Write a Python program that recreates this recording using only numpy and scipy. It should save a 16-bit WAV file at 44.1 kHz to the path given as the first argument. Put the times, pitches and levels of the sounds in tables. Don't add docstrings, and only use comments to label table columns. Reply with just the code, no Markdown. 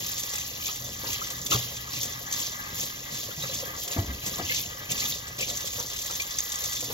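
import sys
import numpy as np
from scipy import signal
from scipy.fft import rfft, irfft, next_fast_len
from scipy.io import wavfile

SR = 44100
rng = np.random.default_rng(int(sys.argv[2]) if len(sys.argv) > 2 else 0)


def waveform_to_disk(signal):
    frames = np.transpose(np.atleast_2d(signal))
    scaled = np.clip(frames, -1, 1) * 32767
    samples = np.round(scaled).astype(np.int16)
    wavfile.write(sys.argv[1], SR, samples)


N = 305613
TIME = np.arange(N) / SR
FFT_SIZE = next_fast_len(N + 4096)
DIRECT_ONLY = np.array([[1], [0]])


def from_db(db):
    return 10 ** (np.asarray(db) / 20)


def rms_one(x):
    return x / np.sqrt(np.mean(x ** 2) + 1e-20)


def on_bins(rows):
    hz, *columns = np.transpose(rows)
    bins = np.log(np.maximum(np.fft.rfftfreq(FFT_SIZE, 1 / SR), 1))
    return [np.interp(bins, np.log(hz), column) for column in columns]


def colour(x, spectrum):
    gain = from_db(on_bins(spectrum)[0])
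    return rms_one(irfft(rfft(x, FFT_SIZE) * gain, FFT_SIZE)[..., :N])


def droplets(per_s, spread_db):
    sizes = from_db(spread_db * np.minimum(rng.exponential(1, (2, N)), 4.5))
    signs = rng.choice([-1, 1], (2, N))
    landed = rng.random((2, N)) < per_s / SR
    return rms_one(sizes * signs * landed)


def spurts(per_s, decay_s):
    landings = (rng.random(N) < per_s / SR) * rng.exponential(1, N) ** 2.45
    power = signal.lfilter([1], [1, -np.exp(-1 / (decay_s * SR))], landings + 1e-18)
    return power / power.mean()


def resonate(x, hz, width_hz):
    r = np.exp(-np.pi * width_hz / SR)
    zeros = np.array([1, 0, -1]) * (1 - r * r) / 2
    poles = [1, -2 * r * np.cos(2 * np.pi * hz / SR), r * r]
    return signal.lfilter(zeros, poles, x + 1e-18)


def basin(x, modes):
    return rms_one(sum((-1) ** k * from_db(db) * resonate(x, hz, width)
                       for k, (hz, width, db) in enumerate(modes)))


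def bursts(rows, rise_s):
    out = np.zeros(N)
    for s, db, decay_s in rows:
        part = out[int(s * SR):][:SR // 2]
        age = TIME[:len(part)]
        part += from_db(db) * (1 - np.exp(-age / rise_s)) * np.exp(-age / decay_s)
    return out


def rings(rows, rise_s, glide=0):
    out = np.zeros(N)
    for s, db, hz, t60 in rows:
        part = out[int(s * SR):][:SR // 2]
        age = TIME[:len(part)]
        swing = np.sin(2 * np.pi * hz * age * (1 + glide * age / 2))
        part += from_db(db - 60 * age / t60) * (1 - np.exp(-age / rise_s)) * swing
    return out


def over_stream(steady_db, gain):
    return 20 * np.log10(np.hypot(from_db(steady_db), gain))


WANDER_PER_S = 18


def wander(spread_db):
    knots = rng.standard_normal(1024)
    return spread_db * np.interp(TIME * WANDER_PER_S, np.arange(len(knots)), knots)


# (frequency [Hz], relative level [dB])
RUMBLE_TONE = [(20, -3), (40, -0.5), (65, 6), (110, -3.5), (200, -8.5), (600, -18), (3000, -50)]
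RUMBLE_DB = -52


def room_rumble():
    return from_db(RUMBLE_DB) * colour(rng.standard_normal((2, N)), RUMBLE_TONE)


# (time [s], level [dB], decay [s])
CABINET_RUMBLES = [(3.995, -34, 0.053), (4.085, -38.5, 0.074), (4.44, -46, 0.063)]
# (frequency [Hz], relative level [dB])
CABINET_TONE = [(20, -10), (45, 1), (70, 1), (110, -6), (250, -6.5), (350, -12), (600, -33), (2000, -60)]


def cabinet():
    return bursts(CABINET_RUMBLES, rise_s=.008) * colour(rng.standard_normal((2, N)), CABINET_TONE)


GULPS_PER_S, GULP_DB, GULP_CYCLES = 20, -9.5, 10


def gulps(level_db, count=10):
    born = droplets(per_s=GULPS_PER_S, spread_db=0.0)
    dealt = rng.integers(0, count, N)
    pockets = sum(resonate(born * (dealt == k), hz, hz / GULP_CYCLES)
                  for k, hz in enumerate(np.geomspace(430, 640, count)))
    return from_db(level_db + GULP_DB) * rms_one(pockets)


# (frequency [Hz], width [Hz], relative level [dB])
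RING_MODES = [(818, 106, -3.5), (1003, 200, -4), (1098, 104, 2.5), (1240, 68, 4), (1612, 46, 6.5),
              (1734, 37, 8), (1960.5, 36, 8.5), (2103, 7.5, 8), (2278, 21, 3.5)]
POCKET_MODES = [(418, 41, -3.5), (517.4, 24, -1), (581, 18.5, 3), (707, 11.7, 0), (1070, 310, -12)]
DRUM_MODES = [(59.3, 28, -8), (90.7, 16, -0.5), (122, 10, 7), (168.5, 11.4, 0.5), (234.4, 32.6, -3.5),
              (325.4, 21, -7.5), (398, 55, -12)]


def drumming(ring_db, gurgle_db, drum_db):
    ring = from_db(ring_db + 2.0) * basin(droplets(per_s=900, spread_db=1.5), RING_MODES)
    gurgle = from_db(gurgle_db - 1.5) * basin(droplets(per_s=300, spread_db=3.0), POCKET_MODES)
    drum = from_db(drum_db - 3.5) * basin(droplets(per_s=600, spread_db=3.5), DRUM_MODES)
    return ring + gurgle + gulps(gurgle_db) + drum


# (time [s], level before trim [dB], starting pitch [Hz])
PLOPS = [(3.287, -27.5, 513), (3.436, -30, 550), (3.491, -27.5, 520), (3.626, -25, 530), (4.503, -36, 500),
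         (5.408, -28.5, 506), (5.493, -37, 493), (5.508, -42, 540), (5.642, -31.5, 517), (5.797, -34, 515)]
PLOP_T60_S, PLOP_GLIDE_PER_S = .042, 2.0
CHURN_DB, CHURN_HZ, CHURN_WIDTH_HZ = -8.5, 520, 126
# (time [s], level [dB], decay [s])
SLOPS = [(1.035, -41, 0.058), (1.088, -45, .015), (3.289, -50, 0.013), (3.764, -46, .02),
         (5.782, -38, 0.039), (5.835, -56, 0.027), (6.097, -40, 0.035), (6.825, -43, 0.024),
         (6.901, -37.5, 0.033)]
# (frequency [Hz], relative level [dB])
WASH_TONE = [(150, -11), (400, 1), (560, 2), (680, -6.5), (850, 1), (1150, -3), (1450, -2), (4000, -32)]


def pool():
    plops = rings([(s, db, hz, PLOP_T60_S) for s, db, hz in PLOPS], rise_s=0.0056, glide=PLOP_GLIDE_PER_S)
    small_pockets = colour(droplets(per_s=900, spread_db=2.0), WASH_TONE)
    churn = rms_one(resonate(small_pockets, CHURN_HZ, CHURN_WIDTH_HZ))
    churning = bursts([(s, db + CHURN_DB, .014) for s, db, hz in PLOPS], rise_s=0.0053)
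    washing = bursts(SLOPS, rise_s=0.0028) * colour(droplets(per_s=1500, spread_db=1.5), WASH_TONE)
    return from_db(4.0) * plops * DIRECT_ONLY + churning * churn + washing


# (time [s], level before ping trim [dB], starting pitch [Hz])
DROPS = [(0.686, -22.5, 1202), (1.215, -16, 1234), (1.519, -7.5, 1240), (1.534, -13, 1190),
         (1.875, -24.5, 1200), (3.308, -25, 1360), (3.436, -23, 1250), (3.737, -21, 1160),
         (6.097, -23, 1275)]
SPATTER_DB, SPATTER_DECAY_S, SPATTER_WIDTH_HZ = -12, 0.012, 320
DROP_PLOP_DB, DROP_PLOP_HZ, DROP_PLOP_WIDTH_HZ = -18, 593, 200


def fat_drops(t60=0.051):
    pings = rings([(s, db, hz, t60) for s, db, hz in DROPS], rise_s=0.0023, glide=4.8)
    train = droplets(per_s=4400, spread_db=-2.5)
    plop_train = droplets(per_s=1500, spread_db=-4.0)
    plop = from_db(DROP_PLOP_DB) * rms_one(resonate(plop_train, DROP_PLOP_HZ, DROP_PLOP_WIDTH_HZ))
    spatter = 0
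    for s, db, hz in DROPS:
        once = resonate(train, hz, SPATTER_WIDTH_HZ)
        pitched = rms_one(resonate(once, hz, SPATTER_WIDTH_HZ))
        spatter = spatter + bursts([(s, db + SPATTER_DB, SPATTER_DECAY_S)], rise_s=0.0098) * (pitched + plop)
    return spatter + from_db(-6.5) * pings * DIRECT_ONLY


# (time [s], boom level [dB], boom pitch [Hz], boom t60 [s], slap level [dB])
THUMPS = [(1.531, -31, 125, .08, -38), (1.547, -25, 122, 0.26, -38), (1.545, -36, 58.6, 0.23, -41),
          (3.376, -32, 147, 0.19, -43), (3.436, -33, 135, 0.16, -49), (3.963, -23, 240, 0.069, -28),
          (3.972, -44, 725, 0.17, -45), (3.984, -15.5, 96.3, 0.13, -36.5), (4.041, -41, 288, 0.28, -41.5),
          (4.076, -31.5, 65.4, 0.47, -48), (4.234, -33, 132.5, .25, -50), (4.262, -37, 200, .2, -44),
          (4.381, -35, 1070, 0.06, -39), (4.388, -33, 201, .1, -34), (4.396, -29, 742, 0.066, -44),
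          (4.438, -35, 90, 0.25, -47), (6.823, -33, 500, 0.054, -40), (6.9, -27, 460, 0.049, -40)]
# (frequency [Hz], level against the slap [dB], t60 [s])
BODY_MODES = [(122, -13.5, 0.43), (249, -16, 0.52), (332.4, -4, 0.12), (490, -21, 0.36), (672, -7.5, 0.23),
              (788, -12, 0.36)]


def thumps(slap_s=0.02):
    booms = rings([row[:4] for row in THUMPS], rise_s=0.0011)
    body = rings([(s, slap_db + db, hz, t60) for s, *_, slap_db in THUMPS for hz, db, t60 in BODY_MODES],
                 rise_s=.003)
    slap_tone = [(60, -4), (170, 6.0), (320, 13.5), (600, 3.0), (1100, 3), (1700, -24), (6000, -33)]
    wet = colour(droplets(per_s=1900, spread_db=-1.0), slap_tone)
    slaps = wet * bursts([(s, slap_db, slap_s) for s, *_, slap_db in THUMPS], rise_s=0.0059)
    return slaps + (booms + body) * DIRECT_ONLY


# (frequency [Hz], relative level [dB])
BUBBLE_TONE = [(1800, -13), (2400, 6), (2750, 11.5), (3500, 3.5), (4500, 5), (6000, -7.5), (8000, -41)]


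def bubbling(level_db, cycles=30, count=44):
    born = droplets(per_s=550, spread_db=1.5)
    dealt = rng.integers(0, count, N)
    fizz = sum(resonate(born * (dealt == k), hz, hz / cycles) / np.sqrt(hz)
               for k, hz in enumerate(np.geomspace(1900, 7500, count)))
    return from_db(level_db - 2.5) * colour(fizz, BUBBLE_TONE)


# (time [s], level before trims [dB], starting pitch [Hz])
BLIPS = [(1.527, -34, 3580), (3.422, -38, 3820), (3.497, -40, 4000), (4.497, -34, 2090), (4.514, -36, 1730),
         (4.52, -37, 2200), (5.001, -39, 4400), (5.02, -40.5, 2080), (5.028, -41, 2350), (5.052, -42, 3410),
         (5.089, -49, 2640), (5.122, -37, 3620), (5.425, -37, 2340), (6.199, -33, 2360), (6.386, -43, 3520),
         (6.637, -46, 3670), (6.767, -40.5, 3460)]


def blips(t60=0.077):
    chirps = rings([(s, db, hz, t60) for s, db, hz in BLIPS], rise_s=0.00026, glide=0.99)
    breaking = bursts([(s, db, .008) for s, db, hz in BLIPS], rise_s=0.00057)
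    fizz = colour(droplets(per_s=23000, spread_db=-2.0), BUBBLE_TONE) * breaking
    return from_db(12.5) * chirps * DIRECT_ONLY + from_db(3.5) * fizz


# (time [s], level [dB], pitch [Hz])
SNAPS = [(1.5275, -11.5, 3650), (1.5105, -21, 4140), (1.538, -15, 3730), (2.314, -20, 6440),
         (2.3254, -11.5, 6170), (4.917, -16, 6500), (4.9045, -21, 6300), (4.979, -24, 5200),
         (5.0035, -21, 4330), (5.055, -20, 3600), (5.075, -18, 6300), (5.123, -11, 3700),
         (5.5727, -12.5, 6400), (5.8, -11.5, 6100), (6.405, -7, 6560), (6.521, -20, 3670),
         (.0635, -16, 6200), (.384, -23, 6300), (3.933, -22, 4700), (6.558, -13, 6600), (6.659, -13, 6500),
         (6.879, -20, 6200)]
SNAP_T60_S = 0.0074
CRACKLE_DB, CRACKLE_PER_S = -5.5, 230
# (frequency [Hz], relative level [dB])
SHOWER_TONE = [(150, -14), (700, -25), (2300, -3), (3500, -8.5), (5000, -4), (6500, 2), (7300, 4.5),
               (8600, -2), (10000, -34), (12000, -3), (15800, -29)]


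def crackle(level_db, cycles=13, count=18):
    born = droplets(per_s=CRACKLE_PER_S, spread_db=2.0)
    dealt = rng.integers(0, count, N)
    small = sum(resonate(born * (dealt == k), hz, hz / cycles) / hz
                for k, hz in enumerate(np.geomspace(3100, 7000, count)))
    loud = rings([(s, db, hz, SNAP_T60_S) for s, db, hz in SNAPS], rise_s=0.00031)
    return from_db(level_db + CRACKLE_DB) * colour(small, SHOWER_TONE) + loud * DIRECT_ONLY


# (time [s], level before trim [dB])
SPLASHES = [(.062, -27.5), (0.114, -19), (.143, -33), (0.178, -19.5), (0.195, -21), (0.232, -20),
            (0.334, -18), (0.354, -19), (.381, -20), (.407, -26), (.665, -26), (.758, -23), (0.878, -28),
            (1.128, -19), (1.268, -22.5), (1.302, -19.5), (1.462, -16), (1.509, -16.5), (1.5269, -18),
            (1.623, -25), (1.767, -22.5), (1.935, -32), (1.966, -22), (2.029, -17.5), (2.054, -22.5),
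            (2.324, -16.5), (2.398, -19), (2.782, -24), (2.829, -19.5), (3.143, -22), (3.16, -31),
            (3.23, -25), (3.423, -24), (3.54, -19.5), (3.6, -25), (3.831, -25), (3.877, -18.5), (3.92, -27),
            (4.262, -15), (4.277, -24), (4.382, -24), (4.543, -17), (4.582, -21), (4.9055, -20.5),
            (4.914, -15), (4.9776, -19), (5.0025, -19.5), (5.053, -32), (5.13, -33), (5.277, -26),
            (5.388, -24), (5.408, -17), (5.485, -24), (5.499, -20.5), (5.57, -20), (5.605, -23),
            (5.656, -22), (5.672, -19), (5.731, -22.5), (5.79, -22.5), (5.899, -24), (5.931, -24),
            (5.962, -21), (5.988, -20), (6.015, -21), (6.059, -19.5), (6.095, -27), (6.108, -22),
            (6.152, -18), (6.2, -21), (6.217, -21), (6.306, -22.5), (6.385, -13.5), (6.518, -17),
            (6.54, -21), (6.555, -23), (6.637, -16.5), (6.654, -24), (6.72, -22), (6.73, -20), (6.765, -23),
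            (6.805, -18), (6.84, -20)]
SPLASH_DECAY_S = 0.0091
# (frequency [Hz], width [Hz], relative level [dB])
BRIGHT_MODES = [(3436, 32, 16), (3580, 230, 9.5), (4580, 280, 7.5), (6190, 410, 14.5), (6400, 78, 5)]


def splashes():
    shower = colour(droplets(per_s=7000, spread_db=1.5), SHOWER_TONE)
    ringing = basin(droplets(per_s=9000, spread_db=7.5), BRIGHT_MODES)
    flung = bursts([(s, db, SPLASH_DECAY_S) for s, db in SPLASHES], rise_s=0.0019)
    return from_db(-7) * flung * (shower + from_db(-4.0) * ringing)


# (frequency [Hz], relative level [dB])
SPRAY_TONE = [(150, -16.5), (700, -13), (1500, -17.5), (2400, -10.5), (3500, -1.5), (4700, -4), (5600, 0),
              (6400, 0), (7200, 2.5), (8500, -34), (10000, -2.5), (12000, -2), (14000, -7.5), (15800, -8)]
PATTER_EVEN, MIST_EVEN = 0.2, 0.42


def spray(level_db):
    clumps = spurts(per_s=330, decay_s=0.006)
    patter, edges = 0, [100, 2200, 3800, 5600, 8500, 19000]
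    for low, high in zip(edges, edges[1:]):
        bandpass = signal.butter(2, [low, high], "band", fs=SR, output="sos")
        band = signal.sosfilt(bandpass, droplets(per_s=4200, spread_db=1.5))
        even = MIST_EVEN if high == edges[-1] else PATTER_EVEN
        patter = patter + band * np.sqrt(even + (1 - even) * spurts(per_s=330, decay_s=0.0081))
    ringing = basin(droplets(per_s=7500, spread_db=-1.5) * np.sqrt(clumps), BRIGHT_MODES)
    patter = colour(patter, SPRAY_TONE) + from_db(-8) * ringing
    hiss = from_db(-48.5) * colour(rng.standard_normal((2, N)), SPRAY_TONE)
    return from_db(level_db + 1.5) * rms_one(patter) + hiss


# (time [s], swell [s], hold [s],
# spray level [dB], bubbling level [dB], level of the water shed on the basin [dB])
STROKES = [(0.0, 0.0051, 0.46, -62, -44, -51), (0.583, 0.081, 0.024, -33.5, -31.5, -66),
           (0.974, 0.14, .03, -36, -33.5, -45), (1.19, 0.014, 0.034, -41, -41, -113),
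           (1.495, 0.019, 0.024, -29.5, -27.5, -33), (1.872, 0.058, 0.11, -36, -39, -41.5),
           (2.267, 0.11, 0.089, -34, -45, -47), (2.72, 0.071, 0.04, -34, -42, -40.5),
           (3.096, 0.035, 0.096, -37, -45, -45), (3.37, 0.042, 0.18, -38, -41.5, -45),
           (3.742, 0.078, 0.004, -36.5, -65, -53), (3.9, .018, 0.016, -34, -34.5, -57),
           (4.214, 0.034, 0.11, -36.5, -43, -48), (4.37, 0.17, 0.037, -32.5, -30.5, -66),
           (4.892, 0.011, 0.031, -35, -35.5, -36), (4.944, 0.054, 0.12, -32.5, -40, -41.5),
           (5.379, 0.0091, 0.012, -34, -31, -40), (5.468, 0.019, 0.0092, -38, -41, -41),
           (5.751, 0.023, 0.011, -37.5, -57, -43.5), (6.03, 0.036, 0.036, -42, -59, -54),
           (6.528, 0.087, 0.13, -39, -57, -64)]
STROKE_EBB_S = 0.065


def strokes():
    power = np.zeros((3, N))
    for s, swell_s, hold_s, *levels_db in STROKES:
        swell = np.clip((TIME - s) / swell_s, 0, 1)
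        ebb = np.exp(-np.maximum(TIME - s - swell_s - hold_s, 0) / STROKE_EBB_S)
        power += np.outer(from_db(levels_db), swell * ebb) ** 2
    return np.sqrt(power)


def kitchen(x, t60=0.024):
    age = TIME[:SR // 3]
    tail = rng.standard_normal((2, len(age))) * from_db(-60 * age / t60) * (age > .004)
    tail /= np.sqrt(np.sum(tail ** 2, axis=1, keepdims=True))
    return x + from_db(-15) * signal.fftconvolve(x, tail, axes=1)[:, :N]


# (frequency [Hz], left lead [rad], likeness [0-1], left minus right level [dB])
PORTS = [(150, 0, .998, 0), (400, -.2, .93, 2), (750, -.6, .75, 5), (1080, -.6, .72, 4),
         (1280, -2.4, .85, 5), (1500, -2.8, .7, 3), (1800, -2.7, .8, 1.5), (1970, -2, .25, 0),
         (2200, -2.3, .65, 0), (2550, -2.9, .78, 1), (2900, -2.9, .82, 2.5), (3300, 0, .42, 1),
         (4400, -.5, .45, -2), (5000, 1.1, .45, -1.5), (6200, 1.1, .86, 0), (7300, 2, .8, 0),
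         (8300, 3.05, .985, 0), (10000, 3.15, .99, 0), (11500, 4.6, .7, 0), (12700, 6.28, .98, 0)]


def ports(x):
    direct, scattered = rfft(x, FFT_SIZE)
    lead, alike, balance_db = on_bins(PORTS)
    alike = np.clip(alike, 0, .999)
    common = np.sqrt((1 + alike) / 2) * direct
    apart = np.sqrt((1 - alike) / 2) * scattered
    left = (common + apart) * from_db(balance_db / 2)
    right = (common - apart) * from_db(-balance_db / 2) * np.exp(-1j * lead)
    return irfft(np.array([left, right]), FFT_SIZE)[:, :N]


# (time [s], level before trim [dB])
STREAM_CURVE = [(0, -35), (.38, -37.5), (.55, -40), (.92, -41), (1.7, -39), (1.86, -43), (2.2, -42),
                (2.66, -43.5), (3.06, -42.5), (3.67, -42), (4.15, -43.5), (4.8, -44.5), (5.35, -46),
                (5.53, -38.5), (6.93, -37)]
# (time [s], level before trim [dB])
DRUM_CURVE = [(0, -40.5), (.3, -53), (.65, -44.5), (1.4, -42.5), (2.4, -46.5), (3.2, -46), (4.2, -42.5),
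              (4.8, -45), (5.65, -50), (6.7, -50), (6.93, -39.5)]
FIZZ_DB, RING_DB, GURGLE_DB = -46, -48.5, -54
FIZZ_WANDER_DB, RING_WANDER_DB, GURGLE_WANDER_DB = 2, 3.5, 3.5
STROKE_RING_DB, STROKE_GURGLE_DB = -20, -8.5
SHUDDER_DB, SHUDDER_RING_DB, SHUDDER_S = -2.5, -11.5, 0.023


def scene():
    thrown, churned, shed = strokes()
    stream_db, drum_db = [np.interp(TIME, *np.transpose(curve)) for curve in (STREAM_CURVE, DRUM_CURVE)]
    shudder = bursts([(s, slap_db, SHUDDER_S) for s, *_, slap_db in THUMPS], rise_s=0.0044)
    added_ring = np.hypot(from_db(STROKE_RING_DB) * thrown, from_db(SHUDDER_RING_DB) * shudder)
    added_drum = np.hypot(shed, from_db(SHUDDER_DB) * shudder)
    ring_db = over_stream(RING_DB, added_ring) + wander(RING_WANDER_DB)
    gurgle_db = over_stream(GURGLE_DB, from_db(STROKE_GURGLE_DB) * shed) + wander(GURGLE_WANDER_DB)
    steel = cabinet() + drumming(ring_db, gurgle_db, over_stream(drum_db, added_drum))
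    steel = steel + pool() + fat_drops() + thumps()
    fizz_db = over_stream(FIZZ_DB, churned) + wander(FIZZ_WANDER_DB)
    spray_db = over_stream(stream_db, thrown)
    water = bubbling(fizz_db) + blips() + crackle(spray_db) + splashes() + spray(spray_db)
    return ports(kitchen(water + steel) + room_rumble())


def record(dry):
    dry = signal.sosfilt(signal.butter(2, 30, "high", fs=SR, output="sos"), dry)
    return signal.sosfilt(signal.ellip(12, .1, 90, 15750, fs=SR, output="sos"), dry)


dry = scene()
out = record(dry)
waveform_to_disk(out)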